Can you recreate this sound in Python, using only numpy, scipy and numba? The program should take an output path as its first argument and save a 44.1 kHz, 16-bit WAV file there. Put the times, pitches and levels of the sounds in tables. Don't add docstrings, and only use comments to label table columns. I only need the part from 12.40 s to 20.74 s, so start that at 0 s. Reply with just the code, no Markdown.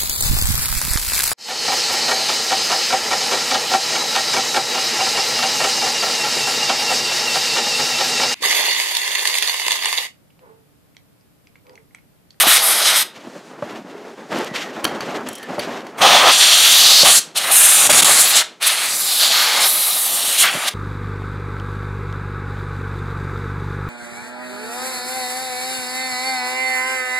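import sys
import numpy as np
from scipy import signal
from scipy.fft import rfft, irfft, next_fast_len
from scipy.io import wavfile
from scipy.ndimage import uniform_filter1d, map_coordinates
from numba import njit

SR = 44100
rng = np.random.default_rng(int(sys.argv[2]) if len(sys.argv) > 2 else 0)


def invert_db(level):
    return 10 ** (np.asarray(level, dtype=float) / 20)


def wav_out(sig):
    wavfile.write(sys.argv[1], SR, np.round(np.clip(np.atleast_2d(sig).T, -1, 1) * 32767).astype(np.int16))


N = 367794
T = np.arange(N) / SR


def level(x, db):
    return x * invert_db(db) / np.sqrt(np.mean(x ** 2))


def hiss(spectrum):
    hz, db = np.transpose(spectrum)
    size = next_fast_len(N)
    bins_hz = np.arange(1, size // 2 + 2) * SR / size
    colour = invert_db(np.interp(np.log(bins_hz), np.log(hz), db))
    noise = irfft(rfft(rng.standard_normal(size)) * colour, size)
    return level(noise[:N], 0)


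@njit
def band_pass(x, hz, width):
    y, band, low = np.empty(len(x)), 0., 0.
    for i in range(len(x)):
        g, k = np.tan(np.pi * hz[i] / SR), width / hz[i]
        v = (band + g * (x[i] - low)) / (1 + g * (g + k))
        band, low, y[i] = 2 * v - band, low + 2 * g * v, k * v
    return y


def resonate(x, peaks):
    total = np.zeros(N)
    for k, (hz, width, db) in enumerate(peaks):
        total += (-1) ** k * invert_db(db) * band_pass(x, np.full(N, 1. * hz), 1. * width)
    return level(total, 0)


def walk(rate):
    hold = int(SR / rate)
    steps = np.repeat(rng.standard_normal(N // hold + 1), hold)
    return 1.3 * uniform_filter1d(uniform_filter1d(steps, hold), hold)[:N]


def add(x, s, sound):
    i = int(s * SR)
    x[i:i + len(sound)] += sound[:N - i]


def ring(modes, chatter, crack=0):
    t = np.arange(3000) / SR
    body = sum(invert_db(db) * np.sin(2 * np.pi * hz * t) * 1000 ** (-t / t60) for hz, db, t60 in modes)
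    y = np.convolve(chatter, body)
    y[:len(chatter)] += crack * np.convolve(chatter, [1, 0, 0, -1])[:len(chatter)]
    return y / np.abs(y).max()


# (time [s], jet level [dB], hollow boom share [dB], gap roar share [dB], tip fizz share [dB])
STRAW_AIMS = [(0, -8, -6, 10, 8), (0.033, -14.5, 11, 12.5, 1), (0.069, -8.5, -7.5, 9.5, 7),
              (0.178, -15, 3.5, 13.5, 7), (.225, -13, 3, 9.5, 14.5), (.33, -16, 2, 10, 8.5),
              (.45, -10.5, -4, 9.5, 6.5), (.515, -14.5, -4, 4.5, 0.5), (.55, -13.5, -2.5, 8.5, 8),
              (.59, -15.5, -8.5, 9.5, 3), (3.5, -24.5, 7, -5.5, -3.5), (3.612, -8, 7.5, 9.5, -6.5),
              (3.914, -10, 0, 16.5, 11), (4.3, -8.5, 0, 19.5, 13.5), (4.47, -8, 3.5, 22.5, 11.5),
              (4.639, -9, 6.5, 16, 15), (4.71, -9, -2, 15, 17.5), (4.9, -22, 1, 13, 10.5),
              (5.039, -18, 3, 7.5, 7), (5.112, -9, -1.5, 12, 19), (5.27, -9.5, -0.5, 9.5, 17),
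              (5.49, -8.5, 1, 8.5, 13.5), (5.721, -9.5, -0.5, 11.5, 16), (5.854, -14, -1.5, 13, 10),
              (6.019, -23.5, -7, -12.5, -11), (6.1, -28.5, -4.5, 2, -5), (6.22, -15.5, -8, 9, 5.5),
              (6.31, -18, -3, 8.5, 8), (6.47, -19.5, -1.5, 13, 13.5), (6.661, -17.5, 4, 19, 18),
              (6.8, -13, 1, 16, 7.5), (6.93, -14, -4, 9, -4), (7.06, -16, 3, 9.5, 0),
              (7.2, -15.5, 3, 14, 6), (7.278, -17.5, 4.5, 15.5, 18), (7.6, -18.5, 7, 16, 19.5),
              (7.86, -17.5, 7, 16, 19), (7.95, -15.5, 0, 18, 15.5), (8.036, -16, -8, 2, -14),
              (8.105, -22, 0.5, 4.5, 3), (8.25, -19, -2, 9, -0.5)]


def aim():
    start, *columns = np.transpose(STRAW_AIMS)
    held = np.searchsorted(start, T, "right") - 1
    return [uniform_filter1d(column[held], size=int(0.014 * SR)) for column in columns]


# (time [s], gap resonance [Hz], tip resonance [Hz], open-air sizzle share [dB])
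STRAW_TRAVEL = [(0, 3400, 9500, 8.5), (.17, 3930, 8700, 3.5), (.22, 4380, 10800, -6.5),
                (.45, 4230, 9400, -16.5), (.6, 4120, 8800, 7.5), (3.62, 3320, 7950, -19),
                (3.9, 3590, 7600, -17.5), (4.3, 3680, 7200, 10), (4.63, 4370, 7900, 10.5),
                (4.66, 3320, 8900, -6), (4.8, 4340, 7500, -19.5), (5.11, 3370, 9700, -25),
                (5.5, 3450, 8000, -23), (5.8, 4140, 8600, -9), (5.9, 3920, 8100, 15),
                (6.0, 3630, 7200, -23.5), (6.27, 3550, 9600, -13), (6.45, 3610, 8500, -1),
                (6.55, 4960, 8200, 12), (6.78, 4090, 9500, 17), (6.85, 4120, 7900, 4),
                (7.2, 3980, 8500, -3.5), (7.3, 4090, 10600, 18.5), (7.701, 3850, 9000, 18.5),
                (8.0, 3520, 9000, 7), (8.1, 3140, 8500, -19), (8.29, 3500, 8800, -8.5)]


def travel():
    s, *columns = np.transpose(STRAW_TRAVEL)
    return [np.interp(T, s, column) for column in columns]


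# (middle [s], half width [s], level [dB])
JET_SURGES = [(4.978, 0.01, 10.5), (5.66, .05, 1), (5.971, 0.024, 5.5), (6.275, 0.011, 6), (6.83, 0.11, 0),
              (7.25, 0.071, 3), (8.02, 0.046, 6.5), (8.285, .012, 5)]


def surges():
    return sum(db * np.exp(-((T - mid) / half) ** 2) for mid, half, db in JET_SURGES)


# (opens [s], is shut [s])
VALVE_BLASTS = [(-.1, .642), (3.571, 4.804), (4.946, 6.04), (6.199, 8.304)]


def valve():
    open_s, shut_s, quiet_db = 0.013, 0.015, -24
    total = np.zeros(N)
    for start, end in VALVE_BLASTS:
        opening = np.clip(np.minimum((T - start) / open_s, (end - T) / shut_s), 0, 1)
        total += (T > start) * (T < end) * invert_db(quiet_db * (1 - opening))
    return total


# (time [s], length [s], depth [dB])
TIP_BLOCKS = [(4.634, 0.0137, -5), (5.475, .022, -12.5), (5.521, 0.0039, -23), (5.609, 0.013, -11.5),
              (5.636, 0.0091, -17.5)]


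def jet_flow(jet_db):
    flow = valve() * invert_db(jet_db)
    for start, length, db in TIP_BLOCKS:
        flow = flow * invert_db(db * ((T > start) & (T < start + length)))
    flow = flow * invert_db(0.66 * walk(60))
    return uniform_filter1d(flow, size=100)


# (frequency [Hz], relative density [dB])
JET_COLOUR = [(40, -71), (150, -31), (500, -18), (1300, -0.5), (2200, 1.5), (5500, -16.5), (15600, -22)]
# (frequency [Hz], width [Hz], relative level [dB])
HOLLOW_CASE = [(658, 295, -1.5), (830, 260, 0.5), (1220, 167, -2)]


def jet():
    jet_db, boom_db, roar_db, fizz_db = aim()
    gap_hz, tip_hz, sizzle_db = travel()
    surge_db = surges()
    fizz_db = fizz_db + surge_db
    flow = jet_flow(jet_db + surge_db)

    boom_air, gap_air, tip_air, open_air = rng.standard_normal((4, N))
    gap_hz = gap_hz * (1 + 0.015 * walk(12))
    broad = band_pass(band_pass(gap_air, gap_hz, 3660.0), gap_hz, 3400.0)
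    core = band_pass(gap_air, gap_hz, 570.0)
    roar = level(broad + invert_db(roar_db - 25) * core, 0)
    fizz = level(band_pass(band_pass(tip_air, tip_hz, 6500.0), tip_hz, 8000.0), 0)
    boom = resonate(boom_air, HOLLOW_CASE)
    sizzle = resonate(open_air, [(11700, 5800, 0)])

    layers = [hiss(JET_COLOUR), boom, roar, fizz, sizzle]
    shares = invert_db([np.full(N, 5.5), boom_db, roar_db, fizz_db, sizzle_db])
    mix = sum(x * share * invert_db(1.3 * walk(45)) for x, share in zip(layers, shares))
    return flow * mix / np.sqrt(np.sum(shares ** 2, axis=0)), flow


# (mean delay [ms], gain before its wobble [factor], drift of delay [share])
NEAR_ECHOES = [(.31, .2, .06), (.66, .2, .15), (1.0, .12, .15)]


def wall_echoes(direct):
    treble = signal.sosfilt(signal.butter(1, 4000, "high", fs=SR, output="sos"), direct)
    out = np.zeros(N)
    for ms, gain, drift in NEAR_ECHOES:
        wobble = invert_db(3 * walk(5))
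        delay = SR / 1000 * ms * (1 + drift * walk(2.5))
        out += gain * wobble * map_coordinates(treble, [np.arange(N) - delay], order=3)
    return out


# (time [s], level [dB])
SPENT_AIR = [(3.6, -30), (4.1, -49.5), (4.6, -45), (4.66, -38.5), (5.3, -58), (5.52, -28), (6.0, -52.5)]


def buffeting(flow):
    open_valve = uniform_filter1d(1. * (flow > 1e-3), size=400)
    gust_db = np.interp(T, *np.transpose(SPENT_AIR), left=-99, right=-99) + walk(25)
    return open_valve * resonate(rng.standard_normal(N), [(221, 270, 0)]) * invert_db(gust_db)


# (time [s], peak level [dB], added to the lower modes [dB], chatter [ms])
PLASTIC_TICKS = [(1.309, -36, 8, 4.8), (1.987, -23.5, -14, 2.9), (2.045, -25, -15, 3.6),
                 (2.443, -5.5, 0.5, 4), (2.451, 0, 18, 3.7), (2.484, -30, 15, 3), (2.606, -16.5, 20.5, 5.1),
                 (2.887, -13, 1, 5.9), (2.93, -24, -18, 6.4), (2.953, -24, -18, 8.4), (2.981, -28, -3, 7),
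                 (3.029, -25, 8, 10), (3.193, -13, 13.5, 10), (3.467, -26, 29, 5.9)]
# (frequency [Hz], relative level [dB], 60 dB decay [s])
PLASTIC_MODES = [(1700, -3, .005), (2400, -5, .004), (3160, -4, .009), (3800, -6, .004), (4500, -2, .009),
                 (6000, -3, .004), (8000, -1, .004), (10100, 1, .004), (12200, -5, .003)]


def ticks():
    out = np.zeros(N)
    for s, db, low_db, ms in PLASTIC_TICKS:
        modes = [(hz, mode_db + low_db * (hz < 7000), t60) for hz, mode_db, t60 in PLASTIC_MODES]
        fade = np.exp(-(np.arange(900) * 1000 / SR / ms) ** 2)
        add(out, s, invert_db(db) * ring(modes, rng.standard_normal(900) * fade, crack=5.0))
    return out


# (time [s], peak level [dB], added to the upper modes [dB])
MIC_BUMPS = [(0.067, -14, -12), (0.77, -31.5, -1), (0.955, -28, 3), (0.87, -27, -8), (1.223, -12, -1),
             (1.447, -23.5, -15), (1.777, -33, -9), (2.111, -17, -10), (2.361, -26, 3), (2.755, -23, 2),
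             (3.101, -19, 8), (3.181, -13, 23), (4.63, -9.5, 3), (5.493, -7, 18), (8.137, -22, 7),
             (8.149, -16, -4), (8.171, -17.5, -12)]
# (frequency [Hz], relative level [dB], 60 dB decay [s])
MIC_BODY = [(205, -1, 0.022), (321, -1, 0.016), (594, -0.5, 0.041), (800, -2, 0.011), (1050, -9, 0.014)]


def bumps():
    out = np.zeros(N)
    fade = np.exp(-np.arange(1200) / (0.0069 * SR))
    for s, db, high_db in MIC_BUMPS:
        modes = [(hz, mode_db + high_db * (hz > 400), t60) for hz, mode_db, t60 in MIC_BODY]
        add(out, s, invert_db(db) * ring(modes, rng.standard_normal(1200) * fade))
    return signal.sosfilt(signal.butter(3, 160, "high", fs=SR, output="sos"), out)


# (start [s], end [s], frequency at the start [Hz], glide [Hz/s], level [dB])
RUBBED_HUMS = [(1.322, 1.43, 235, -1, -38.5), (1.5, 1.75, 404, 1, -40.5), (2.05, 2.305, 2000, -700, -41.5),
               (2.76, 2.94, 246, 0, -36.5), (2.885, 3.0, 3120, 0, -43.5), (2.89, 2.99, 5600, 0, -52),
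               (2.99, 3.07, 1830, -1000, -42)]


def hums():
    white = rng.standard_normal(N)
    out = np.zeros(N)
    for start, end, hz, glide, db in RUBBED_HUMS:
        centre_hz = np.clip(hz + glide * (T - start), hz / 2, 2 * hz)
        tone = level(band_pass(white, centre_hz, 22 + hz / 30), db)
        out += tone * uniform_filter1d(1. * (T > start) * (T < end), size=900)
    return out


# (start [s], hold [s], stroke level [dB], rustle re stroke [dB])
HAND_STROKES = [(0.759, 0.018, -38.5, -5.5), (0.848, .02, -38, -11), (0.942, .02, -40, -16),
                (1.113, 0.083, -39.5, -14), (1.239, .04, -34, -16), (1.297, 0.076, -31, -10.5),
                (1.462, 0.24, -37.5, -13), (1.779, 0.06, -38.5, -12.5), (1.919, 0.093, -20, -10.5),
                (2.142, 0.072, -28.5, -2), (2.245, 0.089, -30.5, -14.5), (2.363, 0.07, -28, -15),
                (2.448, 0.028, -21.5, -14), (2.515, 0.056, -24, -15), (2.615, 0.11, -26, -12),
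                (2.752, 0.015, -21, -15.5), (2.867, 0.011, -28.5, -8), (2.975, .1, -37.5, -6.5),
                (3.09, 0.055, -26, -11), (3.184, 0.063, -29, -7), (3.275, 0.1, -26, -12),
                (3.448, 0.25, -34, -17)]
# (frequency [Hz], relative density [dB])
RUB_COLOUR = [(40, -37), (100, -18), (240, 0), (650, -2.5), (2000, -13.5), (5000, -46)]
# (frequency [Hz], relative density [dB])
RUSTLE_COLOUR = [(500, -47), (1000, -3.5), (2850, 0.5), (6800, -10), (10500, -24.5), (12100, -20.5),
                 (15600, -47)]


def grip():
    rise_db_s, fall_db_s = 900, 185
    start, hold, stroke_db, rustle_db = np.transpose(HAND_STROKES)[:, :, None]
    ramp_db = np.minimum(rise_db_s * (T - start), fall_db_s * (start + hold - T))
    stroke_db = stroke_db + np.minimum(0, ramp_db)
    touch = np.sqrt(np.sum(invert_db(2 * stroke_db), axis=0))
    scrape = np.sqrt(np.sum(invert_db(2 * (stroke_db + rustle_db)), axis=0))
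    rub = level(hiss(RUB_COLOUR) * invert_db(1.6 * walk(44.53)), -2.0)
    grains = invert_db(np.minimum(2.0 * rng.exponential(size=N // 40 + 1), 14)).repeat(40)[:N]
    rustle = level(hiss(RUSTLE_COLOUR) * (1 + 1.2 * grains), 0) * invert_db(2.7 * walk(60))
    return touch * rub + scrape * rustle


@njit
def delay_network(x, lags, gain, damp):
    line, soft, out = np.zeros((8, 4096)), np.zeros(8), np.zeros(len(x))
    for i in range(len(x)):
        total = 0.
        for k in range(8):
            soft[k] += (1 - damp) * (gain[k] * line[k, (i - lags[k]) & 4095] - soft[k])
            total += soft[k]
        out[i] = soft[0] - soft[3] + soft[5] - soft[6]
        for k in range(8):
            line[k, i & 4095] = x[i] + soft[k] - total / 4
    return out


def small_room(near):
    t60_s, damp, room_db = 0.36, 0.37, -15
    lags = rng.integers(500, 2300, 8)
    return invert_db(room_db) * delay_network(near + 1e-18, lags, invert_db(-60 * lags / SR / t60_s), damp)


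# (frequency [Hz], relative density [dB])
AIR_COLOUR = [(40, -54), (160, 1.5), (400, 1.5), (2400, -12), (6800, -17.5), (15000, -38)]


def quiet_air():
    return hiss(AIR_COLOUR) * invert_db(-47 + 3.3 * walk(21))


def scene():
    direct, flow = jet()
    near = direct + wall_echoes(direct) + buffeting(flow) + ticks()
    handling = bumps() + hums() + grip()
    return np.tile(near + handling + small_room(near) + quiet_air(), (2, 1))


def roll_off(x):
    return signal.sosfilt(signal.butter(12, 15750, fs=SR, output="sos"), x)


def record(dry):
    dry = signal.sosfilt(signal.butter(2, 90, "high", fs=SR, output="sos"), dry)
    dry = signal.sosfilt(signal.ellip(8, 0.2, 60, 15700, fs=SR, output="sos"), dry)
    dry = dry + 0.11 * np.roll(dry, 4, axis=1)
    mix = 1.188 * np.tanh(dry / 1.216)
    return roll_off(mix)


dry = scene()
out = record(dry)
wav_out(out)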